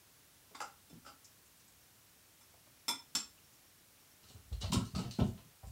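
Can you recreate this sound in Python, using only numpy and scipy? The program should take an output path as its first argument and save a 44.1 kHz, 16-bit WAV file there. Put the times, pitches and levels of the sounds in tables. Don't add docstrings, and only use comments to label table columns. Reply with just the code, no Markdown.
import sys
import numpy as np
from scipy import signal
from scipy.fft import rfft, irfft, next_fast_len
from scipy.io import wavfile
from scipy.ndimage import uniform_filter1d

SR = 44100
rng = np.random.default_rng(int(sys.argv[2]) if len(sys.argv) > 2 else 0)


def voltage_ratio(level):
    return 10 ** (np.asarray(level, float) / 20)


def unload_wav(signal):
    wavfile.write(
        sys.argv[1],
        SR,
        np.round(np.clip(np.atleast_2d(signal).T, -1, 1) * 32767).astype(np.int16),
    )


N = 251807
SPAN = SR * 2 // 5
T = np.arange(SPAN) / SR
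HZ = np.fft.rfftfreq(2 * SPAN, 1 / SR)

# frequency [Hz], density [dB per Hz].
HISS_SPECTRUM = [(15, -64), (25, -16.5), (91, -0.5), (216, -8), (261, -8.5), (299, -8), (371, -11),
                 (981, -13.5), (1180, -13), (5090, -15), (5520, -13.5), (6850, -15), (15800, -15.5)]
# frequency [Hz], time to fall 60 dB [s].
ROOM_DECAY = [(60, 0.3), (300, 0.31), (1500, 0.27), (5000, 0.24), (9000, 0.22), (14000, 0.14)]
# start [s], end [s], period [s], level [dB].
CHIRP_BOUTS = [
    (1.8, 2.3, .116, -83),
    (2.504, 3.1, .116, -84),
    (3.422, 4.15, .113, -78),
]
# start [s], peak [dB], contact [s], edge level [dB], added edge mode
# [Hz].
WOOD_KNOCKS = [
    (0.547, -43, 0.0049, -2, 3540),
    (0.6024, -34.5, 0.0026, -6.5, 5100),
    (0.612, -36, 0.004, -7, 4800),
    (1.045, -53, 0.011, 0, 5270),
    (1.061, -47, 0.0078, -5, 2900),
    (1.083, -52, 0.0061, -19, 4800),
]
# frequency [Hz], width [Hz], level [dB].
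WOOD_MODES = [(276, 50, -9), (542, 80, -13), (812, 82, -5.5), (1080, 190, -12), (1320, 93, 0.5),
              (1560, 450, -15.5), (2070, 340, -17)]
# frequency [Hz], width [Hz], level [dB].
WOOD_EDGE_MODES = [(2650, 1400, -16), (4800, 360, -1), (5660, 770, -9), (7420, 270, -4), (9000, 620, -13)]
# start [s], peak [dB], centre [Hz].
TICKS = [
    (1.2422, -57.5, 6300),
    (1.4544, -70, 7150),
    (1.5694, -70, 7960),
    (1.5994, -70, 5500),
    (1.6761, -66, 7260),
    (3.5294, -67, 6900),
]
# start [s], peak [dB], centre [Hz].
TAPS = [
    (0.509, -64, 362),
    (0.9, -63, 296),
    (2.536, -64, 680),
    (2.665, -65.5, 690),
    (3.376, -68.5, 2850),
    (4.3, -62.5, 395),
    (4.515, -59.5, 299),
    (4.639, -49.5, 640),
    (5.629, -56, 670),
]
# start [s], peak [dB].
FIRST_EDGE_BLOWS = [
    (2.8815, -22.5),
    (2.889, -25),
]
# start [s], peak [dB].
SECOND_EDGE_BLOWS = [
    (3.151, -20.5),
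]
# start [s], peak [dB].
LIGHT_TOUCHES = [
    (0.898, -53.5),
    (2.411, -53),
]
# frequency [Hz], width [Hz], level [dB].
FIRST_EDGE_MODES = [(264, 42, -10), (937, 69, -7), (1380, 50, -11), (2020, 34, -12), (2380, 120, -14),
                    (3230, 30, -15), (3490, 29, -4), (5310, 36, 0), (5580, 17, -17), (5930, 38, -15),
                    (6150, 29, -19), (6430, 27, -21), (6710, 55, -22), (6990, 36, -20), (7570, 110, -10),
                    (7830, 58, -26), (8130, 39, -11), (8510, 26, -22), (8800, 200, -16), (9650, 36, -13),
                    (10200, 49, -32), (11300, 48, -26), (11500, 40, -20), (11900, 48, -16),
                    (13000, 53, -20), (13100, 130, -27), (13800, 45, -24), (15300, 35, -34)]
# frequency [Hz], width [Hz], level [dB].
SECOND_EDGE_MODES = [(242, 70, -11), (1370, 71, -13), (2560, 42, -11), (3140, 97, -15), (3500, 140, -9),
                     (4140, 18, -11), (4350, 140, -9), (4700, 18, -15), (4940, 25, -17), (5490, 46, 0),
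                     (5880, 49, -15), (6190, 42, -8), (6920, 28, -6), (7420, 87, 0), (7690, 15, -14),
                     (8090, 49, -10), (8540, 27, -22), (8710, 19, -20), (8840, 36, -15), (8970, 16, -15),
                     (9590, 120, -19), (10700, 38, -24), (11100, 43, -25), (11600, 42, -20),
                     (11900, 33, -22), (12400, 34, -25), (13000, 58, -21), (14600, 100, -32),
                     (5360, 56, 4.5), (7445, 42, 4), (7000, 27, -11)]
# frequency [Hz], width [Hz], level [dB].
FIRST_EDGE_FURTHER_MODES = [(3492, 9.3, -6.5), (5305, 28, -6.5), (5070, 73, -11)]
# frequency [Hz], level [dB].
CLATTER_SPECTRUM = [(150, -28), (400, -50), (1000, -7.5), (1700, -15), (3000, -12), (6000, -8),
                    (9000, -18.5), (12000, -16), (15500, -25)]
# start [s], peak [dB], strongest board mode [Hz].
THUMPS = [(0.901, -55, 295), (0.929, -48, 245), (1.071, -59, 290), (2.929, -63, 240), (3.155, -50, 284),
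          (4.241, -59, 90), (4.296, -57.5, 139), (4.344, -47, 95.5), (4.699, -34, 144), (4.724, -27.5, 175),
          (4.744, -27, 244), (4.935, -36.5, 83), (5.187, -24.5, 209), (5.448, -56, 148),
          (5.669, -44.5, 103)]
# start [s], peak [dB].
FLAT_LANDINGS = [
    (1.019, -64),
    (3.237, -63),
    (4.451, -54),
    (4.513, -31.5),
    (4.552, -39.5),
    (4.669, -40),
    (5.632, -43.5),
]
# start [s], peak [dB], board mode [Hz],
# loss a rock [dB].
FALLS = [
    (4.63, -31.5, 87, 18),
    (4.763, -23.5, 114.3, 22),
    (4.961, -29.5, 169, 4.5),
    (5.209, -23, 113, 10),
]
# frequency [Hz], width [Hz], level [dB].
BOARD_MODES = [(57, 54, -8.5), (113, 11.3, -0.5), (175, 28, -2.5), (253, 71, -2), (330, 25, -8)]
# start [s], peak [dB], added rim mode [Hz], belly level [dB].
BOWL_KNOCKS = [(4.237, -60, 1410, -11), (4.309, -68, 1360, -13), (4.356, -54.5, 1030, -5),
               (4.628, -42.5, 910, -4), (4.72, -26, 960, -15), (4.748, -30.5, 1360, -5.5),
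               (4.799, -41, 1040, -11), (4.944, -36.5, 1320, -1.5), (4.981, -34, 1035, -3.5),
               (5.039, -44, 1090, -5), (5.184, -28.5, 925, -2), (5.198, -27, 990, 21),
               (5.385, -61, 1335, 8), (5.631, -55.5, 990, -9)]
# frequency [Hz], width [Hz], level [dB].
BOWL_MODES = [(385, 80, 9.5), (670, 103, 9.5), (826, 210, -0.5), (1070, 48, 5), (1303, 33, 3),
              (1560, 160, -10), (2360, 1100, -15.5)]
# start [s], peak [dB], brightest frequency [Hz],
# treble tilt [dB per octave], slide under the slap [dB].
SLAPS = [(4.2305, -53, 5300, -5, 5), (4.2821, -49, 3850, 3, 6.5), (4.5233, -45.5, 4330, -4, 29),
         (4.605, -38.5, 4970, -3, 20), (4.615, -33, 3930, -5.5, 8.5), (4.7181, -29, 3080, 2.5, 30),
         (4.7289, -25.5, 2860, 4, 17), (4.847, -46.5, 4150, 5, 3.5), (4.948, -37, 3200, -4, 3),
         (4.9567, -36, 4800, 2.5, 7), (5.0269, -44, 5130, -9.5, 3), (5.107, -38, 4300, 0, 7.5),
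         (5.1972, -35.5, 3500, -10.5, 13), (5.235, -52.5, 6800, 5, 0.5), (5.3767, -49.5, 2900, -12, 26),
         (5.663, -51, 7300, 11.5, 11)]
# frequency [Hz], density [dB per Hz].
WET_SPECTRUM = [(1060, -15.5), (1800, -17), (2400, -16.5), (2900, -3.5), (3320, -10), (4370, -3),
                (4740, -7.5), (8830, -10.5), (10800, -26), (16000, -26.5)]


def along(points, hz):
    f, v = np.transpose(points)
    return np.interp(np.log(hz + 1), np.log(f + 1), v)


def body(modes):
    total = 0
    for k, (centre, width, db) in enumerate(modes):
        damping = 1j * HZ * width
        total = total + (-1) ** k * voltage_ratio(db) * damping / (centre * centre - HZ * HZ + damping)
    return total


def contact(length):
    u = T / max(length, 0.0001)
    return rng.standard_normal(SPAN) * u * np.exp(-2 * u)


def room(x, wet_db):
    hz, t, z = signal.stft(rng.standard_normal(SPAN), SR, nperseg=256)
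    t60 = np.maximum(along(ROOM_DECAY, hz), 0.03)[:, None]
    tail = signal.istft(z * voltage_ratio(-60 * t / t60), SR, nperseg=256)[1][:SPAN]
    tail = tail * (1 - np.exp(-T / 0.002))
    return x + voltage_ratio(wet_db) * signal.fftconvolve(x, tail / np.linalg.norm(tail))[:SPAN]


def add(out, s, db, force, response, wet_db):
    struck = irfft(rfft(force, 2 * SPAN) * response)[:SPAN]
    x = room(struck, wet_db)
    peak = np.sqrt(np.max(uniform_filter1d(x ** 2, size=256)))
    out[round(s * SR):][:SPAN] += voltage_ratio(db) * x / peak


def hiss():
    m = next_fast_len(N)
    colour = voltage_ratio(along(HISS_SPECTRUM, np.fft.rfftfreq(m, 1 / SR)))
    x = irfft(rfft(rng.standard_normal(m)) * colour, m)[:N]
    return voltage_ratio(-63.5) * x / np.std(x)


def insect(out):
    chirp_s, wing_hz, scatter_db = 0.049, 5540, -2
    wing = body([(wing_hz, 250, 0)]) ** 2
    for start, end, period, db in CHIRP_BOUTS:
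        for s in np.arange(start, end, period):
            swell = np.sin(np.pi * np.clip(T / chirp_s, 0, 1))
            stroke = rng.standard_normal(SPAN) * swell
            add(out, s, db + scatter_db * rng.standard_normal() + 5, stroke, wing, wet_db=-8.5)


def furniture(out):
    for s, db, length, edge_db, hz in WOOD_KNOCKS:
        add(out, s, db - 5.5, contact(length), body(WOOD_MODES), wet_db=-0.5)
        edge = body(WOOD_EDGE_MODES) + 0.7 * body([(hz, 250, 0)])
        add(out, s, db + edge_db - 8, contact(3 * length), edge, wet_db=-1)


def ticks_and_taps(out):
    for rows, width_hz, contact_s in ((TICKS, 2900, 0.012), (TAPS, 500, 0.012)):
        for s, db, hz in rows:
            add(out, s, db, contact(contact_s), body([(hz, width_hz, 0)]) ** 2, wet_db=-3.0)


def dish(out):
    blow = np.exp(-T * SR)
    clatter = voltage_ratio(along(CLATTER_SPECTRUM, HZ))
    # blows, modes, treble lift in dB per octave (light touches have most), clatter in dB
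    touches = ((FIRST_EDGE_BLOWS, FIRST_EDGE_MODES + FIRST_EDGE_FURTHER_MODES, 3.5, -18),
               (SECOND_EDGE_BLOWS, SECOND_EDGE_MODES, -0.5, -14),
               (LIGHT_TOUCHES, FIRST_EDGE_MODES, 4.5, -19))
    for rows, modes, hard_db, clatter_db in touches:
        ring = body(modes) * (1 + 1j * HZ / 4000) ** (hard_db / 6)
        for s, db in rows:
            add(out, s, db - 9.5, blow, ring, wet_db=3.5)
            add(out, s, db + clatter_db, np.roll(contact(0.0044), 60), clatter, wet_db=0.0)


def rocking():
    first_s, ratio, rim_board_hz = 0.046, 0.96, 104.6
    rocks = []
    for s, db, hz, loss in FALLS:
        for k in range(4):
            share = 0.5 ** k
            pitch = hz ** share * rim_board_hz ** (1 - share)
            rocks.append((s + first_s * k * ratio ** (k - 1), db - k * loss, pitch))
    return rocks


def thumps(out):
    boards = voltage_ratio(-8.5) * body(BOARD_MODES)
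    highpass = signal.butter(6, 50, "high", analog=True)
    radiated = signal.freqs(*highpass, HZ)[1]
    t60 = 0.12
    blows = [tuple(row) for row in THUMPS] + rocking()
    blows += [(s, db, 63) for s, db in FLAT_LANDINGS]
    for s, db, hz in blows:
        push = np.sin(np.pi * np.clip(T * hz / 0.52, 0, 1)) ** 2
        near = body([(hz, 3.5 / t60, 0)])
        add(out, s, db - 4, push, (near + boards) * radiated, wet_db=-1.5)


def bowl(out):
    belly, rim = body(BOWL_MODES[:3]), body(BOWL_MODES[3:])
    for s, db, hz, belly_db in BOWL_KNOCKS:
        shell = voltage_ratio(belly_db) * belly - rim + body([(hz, 110, 0)])
        add(out, s, db - 11.5, contact(0.014), shell, wet_db=0.0)


def slaps(out):
    grain, spatter_db = SR // 600, 7
    slap_s, slide_s, slide_after_s = 0.0088, 0.027, 0.02
    skin = voltage_ratio(along(WET_SPECTRUM, HZ))
    for s, db, hz, tilt_db, slide_db in SLAPS:
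        tilt = voltage_ratio(tilt_db * np.log2(HZ / 4000 + 0.26))
        bright_spot = 1 + 1.2 * np.abs(body([(hz, 700, 0)]))
        colour = skin * tilt * bright_spot
        for late, less_db, length in ((0, 0, slap_s), (slide_after_s, slide_db, slide_s)):
            grains = voltage_ratio(spatter_db * rng.standard_normal(SPAN // grain + 1))
            spatter = grains.repeat(grain)[:SPAN]
            force = np.roll(spatter * contact(length), 40)
            add(out, s + late, db - less_db - 10, force, colour, wet_db=1.5)


def scene():
    out = np.zeros(N + SPAN)
    for source in (insect, furniture, ticks_and_taps, dish, thumps, bowl, slaps):
        source(out)
    return (out[:N] + hiss())[None]


def low_pass(x):
    return signal.sosfilt(signal.butter(12, 16470, fs=SR, output="sos"), x)


def record(dry):
    kept = np.fft.rfftfreq(N, 1 / SR) < 15800
    mix = irfft(rfft(dry) * kept, N)
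    return low_pass(mix)


dry = scene()
out = record(dry)
unload_wav(out)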